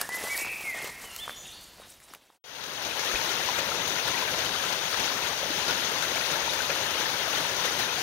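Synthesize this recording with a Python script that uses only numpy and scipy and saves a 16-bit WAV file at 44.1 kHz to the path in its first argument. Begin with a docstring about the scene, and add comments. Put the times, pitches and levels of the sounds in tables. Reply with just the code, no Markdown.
"""A small waterfall close by on the left: a patchy rush of spray noise and ringing bubbles, with single plops,
heard by two unlike microphones on a hand-held recorder. It fades in after a short silence.
Before it, a walk through dry leaves in a wood, in mono, fades out: noise and short rings make the steps,
damped sines and noise clicks the snapping twigs, gliding sines a songbird echoing among the trees.
Smooth filtered noise is the background of the wood."""
import sys
import numpy as np
from scipy import signal
from scipy.fft import rfft, irfft, next_fast_len
from scipy.io import wavfile
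from scipy.ndimage import uniform_filter1d, map_coordinates

SR = 44100
rng = np.random.default_rng(int(sys.argv[2]) if len(sys.argv) > 2 else 0)


def nominal_scale(level):
    """Amplitude ratio for a level in decibels (scalar or array-like)."""
    x = np.asarray(level, float) / 20
    return 10 ** x


def unload_audio(sound):
    """Save the sound as a 16-bit wav file, at the path given as the first command line argument."""
    columns = np.transpose(np.atleast_2d(sound))
    # keep every value between -1 and 1, then stretch to whole-number steps
    steps = np.round(np.clip(columns, -1, 1) * 32767)
    wavfile.write(sys.argv[1], SR, steps.astype(np.int16))


N = 353946
T = np.arange(N) / SR


def unit(x):
    """Scaled to rms 1."""
    return x / np.sqrt(np.mean(x ** 2) + 1e-20)


def along(points, hz):
    """(Hz, value) points interpolated on a log frequency axis."""
    f, v = np.transpose(points)
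    return np.interp(np.log(hz + 1), np.log(f + 1), v)


def curves(rows):
    """One value per sample for each column after the time."""
    s, *cols = np.transpose(rows)
    return [np.interp(T, s, c) for c in cols]


def filtered(x, response):
    """x times a complex response of frequency."""
    m = next_fast_len(N + 8192)
    spectrum = rfft(x, m) * response(np.fft.rfftfreq(m, 1 / SR))
    return irfft(spectrum, m)[..., :N]


def wobble(rate):
    """A smooth random curve, rate knots a second."""
    knots = rng.standard_normal(int(N * rate / SR) + 4)
    return map_coordinates(knots, [T * rate])


def patchy(patchy_db, wide, long):
    """White noise with random patches of gain, wide bins by long frames."""
    z = signal.stft(rng.standard_normal(N), nperseg=256)[2]
    field = uniform_filter1d(rng.standard_normal(z.shape), wide, 0)
    field = uniform_filter1d(field, long, 1)
    return unit(signal.istft(z * nominal_scale(patchy_db * unit(field)), nperseg=256)[1][:N])


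def rings(s, gain, hz, cycles, rise, size):
    """Damped sines, size samples long, with a soft start; the pitch climbs by the share rise as they decay."""
    turns = np.arange(size) / SR * hz[:, None]
    life = turns / cycles
    envelope = np.exp(-life) * (1 - np.exp(-4 * life))
    wave = np.sin(2 * np.pi * turns * (1 + rise * life / 2)) * envelope
    at = np.round(s * SR).astype(int)[:, None] + np.arange(size)
    return np.bincount(at.ravel(), (gain[:, None] * wave).ravel(), N + size + SR)[:N]


def grains(count, hz, octaves, cycles, spread_db, rise, size):
    """A shower of rings at random times and pitches, a few much louder than the rest."""
    draw = rng.random((count, 2))
    pitch = np.clip(hz * 2 ** (octaves * rng.standard_normal(count)), 150, 15000)
    gain = nominal_scale(-spread_db * np.log(draw[:, 1] + .02))
    return unit(rings(draw[:, 0] * N / SR, gain, pitch, cycles, rise, size))


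def splats(count, fade_s, depth):
    """Gain of the spray: lumps of water land at once over all pitches and die away quickly."""
    draw = rng.random((count, 2))
    blows = np.bincount((draw[:, 0] * N).astype(int), -np.log(draw[:, 1] + 0.015), N)
    return 1 + depth * signal.fftconvolve(blows, np.exp(-T[:4000] / fade_s))[:N]


def water(spatter):
    """Spray hiss with fine fizz and bubbles that ring upward in pitch as they decay, before colouring."""
    fizz = grains(count=30000, hz=5000, octaves=1.147, cycles=0.85, spread_db=3.5, rise=0.12, size=60)
    gurgle = grains(count=5000, hz=694.3, octaves=0.92, cycles=2.8, spread_db=2.5, rise=.2, size=700)
    plinks = grains(count=6000, hz=2590, octaves=.8, cycles=12.5, spread_db=4, rise=0.079, size=600)
    spray = spatter * patchy(1.53, 8, 8)
    return unit(spray + 0.32 * fizz + 0.19 * gurgle + 0.3 * plinks)


def flow():
    """Gain of the falling water: steady, a little restless, with short gushes, most of them louder."""
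    # Each row: peak time in seconds, level relative to the steady fall in dB.
    gushes = [(3.19, -0.5), (3.48, 0.5), (3.59, 4.5), (3.93, 1), (4.08, 4.5), (4.19, 1.5), (4.39, 3.5),
              (4.55, 1.5), (4.63, 2), (5.0, 4.5), (5.71, 5.5), (6.16, 4), (6.4, 2.5), (6.48, 0),
              (6.59, 0.5), (6.7, 3.5), (7.0, 4), (7.36, 2.5), (7.65, 4.5), (7.8, 5)]
    steady_db, waver_db, slow_waver_db = -28.5, 0.52, .3
    rise_s, fall_s = 0.0065, 0.012  # to 1/e of the gush's dB
    gush_db = sum(db * np.exp(np.minimum((T - s) / rise_s, (s - T) / fall_s)) for s, db in gushes)
    return nominal_scale(steady_db + gush_db + waver_db * wobble(14) + slow_waver_db * wobble(3.5))


def waterfall():
    """The left microphone hears the near water; the right one a late share of it and other water."""
    # Colour at the left microphone. Each row: frequency in Hz, relative density in dB per Hz.
    left_colour = [(25, -32), (60, -8), (150, -5.5), (220, -9), (520, -2), (700, -4), (900, 1.5),
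                   (1150, -5), (1400, 0), (2300, -2.5), (3700, 1), (5300, -3.5), (6300, 0), (6800, -5.5),
                   (7450, -18), (9000, -13.5), (11000, -13.5), (15800, -16)]
    # Colour at the right microphone. Each row: frequency in Hz, relative density in dB per Hz.
    right_colour = [(25, -36), (60, -15.5), (150, -8.5), (220, -15), (600, -5.5), (850, -11.5), (1050, -7),
                    (1300, -9.5), (1600, -11), (2500, -12), (3600, -9), (5000, -21), (5700, -53),
                    (6400, -74), (8000, -70), (9600, -31.5), (10800, -25.5), (12500, -23.5), (15800, -28)]
    # Left-right likeness. Each row: frequency in Hz, likeness from 0 to 1.
    likeness = [(30, 1), (150, 0.96), (550, 0.85), (950, 0.48), (1200, 0.098), (1450, 0.49), (1800, 0.033),
                (3300, 0.42), (4200, 0.44), (5000, 0.8), (7000, .1), (10000, 0.091), (15000, 0.054)]
    # Single bubbles that stand out. 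Each row: start in seconds, left ring gain in dB, pitch in Hz.
    plop_rows = [(3.157, -16.5, 2500), (3.192, -21, 900), (3.212, -19, 4200), (3.487, -14.5, 990),
                 (3.592, -19, 2860), (3.687, -20, 553), (3.717, -17, 1330), (4.075, -22, 1700),
                 (4.176, -17.5, 2410), (4.18, -19, 4010), (4.222, -15.5, 990), (4.461, -16.5, 3060),
                 (4.551, -18.5, 1210), (4.641, -21, 1350), (5.115, -21, 1080), (5.429, -21, 567),
                 (5.502, -21.5, 304), (5.695, -15.5, 1440), (6.025, -17.5, 1480), (6.165, -19, 2260),
                 (6.477, -20, 920), (6.494, -14, 3730), (6.604, -14.5, 1520), (6.696, -19, 550),
                 (6.701, -18.5, 2460), (6.94, -20.5, 2790), (7.056, -19, 1740), (7.277, -21, 676),
                 (7.37, -18.5, 1890), (7.373, -16.5, 3100), (7.645, -21, 502), (7.677, -18.5, 1970),
                 (7.891, -18.5, 2480)]
    # A hand shifts on the recorder. 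Each row: start in seconds, left ring gain in dB, pitch in Hz.
    bump_rows = [(3.14, -29, 50)]
    right_lag_s = .000095

    spatter = splats(count=250, fade_s=0.008, depth=0.23)
    near, other = water(spatter), water(spatter)

    def alike(f):
        return np.clip(along(likeness, f), 0, .99)

    def late(f):
        return nominal_scale(along(right_colour, f)) * alike(f) * np.exp(-2j * np.pi * f * right_lag_s)

    def unlike(f):
        return nominal_scale(along(right_colour, f)) * np.sqrt(1 - alike(f) ** 2)

    left = filtered(near, lambda f: nominal_scale(along(left_colour, f)))
    right = filtered(near, late) + filtered(other, unlike)
    rush = flow() * unit(np.array([left, right]))

    s, db, hz = np.transpose(bump_rows)
    bumps = rings(s, nominal_scale(db), hz, cycles=0.89, rise=0, size=6000)

    s, db, hz = np.transpose(plop_rows)
    # as the two microphones differ, scattered by place
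    pan_db = along(left_colour, hz) - along(right_colour, hz) + 3 * rng.standard_normal(len(s))
    cycles = 1.1 + 0.0037 * hz[:, None]  # each rings for a few ms
    plops = [rings(s, nominal_scale(level_db), hz, cycles, rise=0.0071, size=1500) for level_db in (db, db - pan_db)]
    return rush + np.array(plops) + bumps * nominal_scale([[0], [-7]])


def steps():
    """Shoes scuff the ground and crush leaves, louder as the weight comes down; twigs knock and click."""
    # Each foot pressing into the leaves. Each row: start in seconds, end in seconds,
    # dull scuff of the shoe in dB, crisp leaf crackle in dB.
    presses = [(0.0, 0.014, -35.5, -40), (0.129, .28, -37.5, -40), (0.302, 0.415, -41, -35),
               (0.45, .47, -39, -54), (0.518, 0.698, -47, -44.5), (0.745, 0.877, -40, -45),
               (0.998, 1.047, -47.5, -45.5), (1.1, 1.2, -58, -46), (1.235, 1.307, -46.5, -51),
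               (1.45, 1.543, -59, -53), (1.61, 1.64, -65, -49.5), (1.787, 1.85, -47, -57),
               (1.867, 1.924, -54, -45.5), (2.016, 2.04, -50, -47), (2.085, 2.152, -39.5, -46),
               (2.22, 2.306, -43, -49), (2.326, 2.37, -36.5, -40)]
    # Each row: frequency in Hz, relative density in dB per Hz.
    scuff_colour = [(25, -120), (60, -46), (150, -9), (300, -6.5), (800, 1), (1500, 0.5), (3000, 1),
                    (6000, -5), (16000, -37)]
    # Each row: frequency in Hz, relative density in dB per Hz.
    crackle_colour = [(300, -120), (1000, -15), (3000, -5), (6000, 3), (10000, 5), (14000, 1),
                      (16000, -3.5)]
    # Twigs and stones under foot. Each row: start in seconds, knock ring gain in dB, pitch in Hz,
    # click start level in dB before its high-pass.
    snaps = [(0.014, -13, 1500, -15), (0.091, -18, 915, -26.5), (0.144, -27, 1640, -29),
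             (0.238, -23, 440, -27), (0.284, -27, 764, -30), (0.377, -33, 1440, -19.5),
             (0.448, -20.5, 1280, -42), (0.609, -30, 829, -34), (0.748, -26.5, 708, -43),
             (0.772, -33, 1010, -36), (0.844, -23.5, 475, -26), (0.874, -32, 740, -33),
             (1.163, -40, 1370, -25), (1.279, -16.5, 1140, -50), (1.295, -16, 1580, -42),
             (1.799, -26.5, 580, -45), (1.819, -28, 1140, -46), (2.002, -30, 2200, -38),
             (2.137, -14.5, 1270, -24), (2.149, -16, 2800, -25), (2.302, -18, 990, -45)]
    press_db, lift_s, release_s = 4.5, .012, 0.032  # swell under the weight; rise and fall times to 1/e
    stir_db, stir_sag_db_per_s = (-49.5, -47), 4.5  # leaves stir between steps: (scuff, crackle), dying down

    effort = nominal_scale(np.array(stir_db)[:, None] - stir_sag_db_per_s * T) ** 2  # power
    for start, end, *level_db in presses:
        swell = nominal_scale(press_db * np.clip((T - end) / (end - start), -1, 0))
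        lead = np.clip((start - T) / lift_s, 0, None)
        trail = np.clip((T - end) / release_s, 0, None)
        shape = swell * np.exp(-lead - trail)
        effort = effort + (nominal_scale(np.array(level_db))[:, None] * shape) ** 2

    thuds = grains(count=3000, hz=813, octaves=0.9, cycles=0.69, spread_db=1.0, rise=0, size=300)
    ticks = grains(count=9000, hz=8600, octaves=0.94, cycles=0.24, spread_db=6.0, rise=0, size=40)
    dull = patchy(2.9, 6, 5) + .5 * thuds
    crisp = patchy(3.1, 20, 4) + 0.44 * ticks
    scuff = np.sqrt(effort[0]) * unit(filtered(dull, lambda f: nominal_scale(along(scuff_colour, f))))
    crackle = np.sqrt(effort[1]) * unit(filtered(crisp, lambda f: nominal_scale(along(crackle_colour, f))))

    s, db, hz, click_db = np.transpose(snaps)
    knocks = rings(s, nominal_scale(db), hz, cycles=0.96, rise=0, size=600)
    clicks = np.zeros(N + 200)
    for start, level_db in zip(s, click_db):
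        decay = nominal_scale(level_db - 60 * T[:200] / 0.012)  # 60 dB in 12 ms
        clicks[round(start * SR):][:200] += decay * rng.standard_normal(200)
    clicks = filtered(clicks[:N], lambda f: (1j * f / (1800 + 1j * f)) ** 2)  # high-pass
    return scuff + crackle + knocks + clicks


def bird():
    """Whistled glides and warbles as sines, with the echo of the wood as decaying noise."""
    # One table for each whistled line, a note or an overtone.
    # Each row: time in seconds, pitch in Hz, level in dB, warble depth in Hz.
    lines = [
        [(0, 1724, -45, 120), (.06, 1760, -40.5, 80)],
        [(.09, 1954, -42, 0), (.15, 2003, -31.5, 0), (.2, 2043, -47, 0), (.23, 2020, -59, 0)],
        [(.295, 2230, -38, -3), (.32, 2280, -31.5, 2), (.34, 2300, -35, 0), (.35, 1934, -34, 0),
         (.365, 1810, -41, 58)],
        [(.375, 2486, -43, 118), (.41, 2595, -39, 150), (.47, 2516, -39.5, 218), (.52, 2500, -35.5, 177),
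         (.57, 2410, -41, 180)],
        [(.635, 2206, -45, 1.8), (.69, 2132, -30.5, 2), (.73, 1955, -42, 20), (.79, 1783, -42, 45)],
        [(1.04, 3020, -50, -4), (1.09, 2980, -52, 30), (1.1, 2820, -49, 62), (1.17, 2740, -53, 62)],
        [(1.05, 1400, -64, 0), (1.17, 1300, -56, 0)],
        [(1.09, 4300, -62, 58), (1.18, 4080, -57, 60), (1.25, 4340, -69, 0)],
        [(1.2, 1770, -55, 0), (1.25, 1740, -54, 0)],
        [(1.185, 2980, -41, 0), (1.21, 3460, -44, 0), (1.24, 3523, -36.5, 0), (1.25, 3450, -43, 0),
         (1.27, 3040, -51, 0)],
        [(1.34, 5500, -59, 150), (1.39, 6080, -52, 80), (1.45, 6120, -52, 40)],
        [(1.36, 6800, -49, 83), (1.43, 6850, -52, 40), (1.47, 6870, -65, 0)],
        [(1.45, 3190, -44, 613), (1.5, 3330, -51, 500), (1.56, 3640, -60, 100)],
        [(1.52, 4100, -49, 101), (1.55, 4450, -50.5, 300), (1.64, 4500, -55, 150)],
        [(1.79, 3810, -64, 0), (1.83, 3790, -52, 0), (1.86, 3800, -63, 0)],
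        [(2.04, 4040, -62, 0), (2.07, 3900, -57, 98), (2.11, 3530, -52, 0)],
    ]
    # Echo among the trunks. Each row: frequency in Hz, time to fall by 60 dB in seconds.
    trunk_echo = [(1500, 1.3), (4000, 1.34), (8000, 0.86)]
    echo_db, drift_rad = -3, .7  # random phase drift that blurs the echo's pitch

    pace_hz = 85 + 35 * unit(uniform_filter1d(rng.standard_normal(N), 900))  # an uneven trill
    warble = np.sin(2 * np.pi * np.cumsum(pace_hz) / SR)
    flutter = unit(uniform_filter1d(rng.standard_normal(N), 300))  # the voice is never quite steady
    song = np.zeros(N)
    for line in lines:
        hz, db, warble_hz = curves(line)
        edge = np.clip(np.minimum(T - line[0][0], line[-1][0] - T) / 0.004, 0, 1)
        pitch = hz + warble_hz * warble + 10 * flutter
        song += np.sqrt(2) * nominal_scale(db) * edge * np.sin(2 * np.pi * np.cumsum(pitch) / SR)

    hz, t, z = signal.stft(rng.standard_normal(SR), SR, nperseg=256)
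    decay = nominal_scale(-60 * t / along(trunk_echo, hz)[:, None])
    tail = signal.istft(z * decay, SR, nperseg=256)[1]
    late_song = np.pad(song, (1200, 0))  # samples
    echo = signal.fftconvolve(late_song, tail / np.linalg.norm(tail))[:N]
    drift = np.exp(1j * drift_rad * wobble(70))
    blurred = np.real(signal.hilbert(echo, next_fast_len(N))[:N] * drift)
    return song + nominal_scale(echo_db) * blurred


def hush():
    """The smooth background of the wood, far water and air: filtered noise."""
    # Each row: frequency in Hz, relative density in dB per Hz.
    hush_colour = [(15, -43), (28, -6.5), (90, -7), (150, -8.5), (500, -13), (1500, -15), (4000, -16),
                   (9000, -25), (16000, -45)]
    level_db = -52
    return nominal_scale(level_db) * unit(filtered(rng.standard_normal(N), lambda f: nominal_scale(along(hush_colour, f))))


def scene():
    """The walk fades out, a gap, the fall fades in from a low level."""
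    silence_start_s, silence_end_s = 2.388, 2.4402
    fade_out_s, fade_in_s, fade_in_from_s = 1, 0.77, 2.358  # the gap hides the first part of the fade-in
    fade_out = np.clip((silence_start_s - T) / fade_out_s, 0, 1)
    fade_in = np.clip((T - fade_in_from_s) / fade_in_s, 0, 1) * (T > silence_end_s)
    walk = steps() + bird() + hush()
    return walk * fade_out + waterfall() * fade_in


def top_cut(x):
    """Nothing passes above the cut-off."""
    return signal.sosfilt(signal.butter(12, 17090, fs=SR, output="sos"), x)


def record(dry):
    """A steep band limit on the finished mix."""
    top_hz = 15760
    mix = filtered(dry, lambda f: f < top_hz)
    return top_cut(mix)


dry = scene()
out = record(dry)
unload_audio(out)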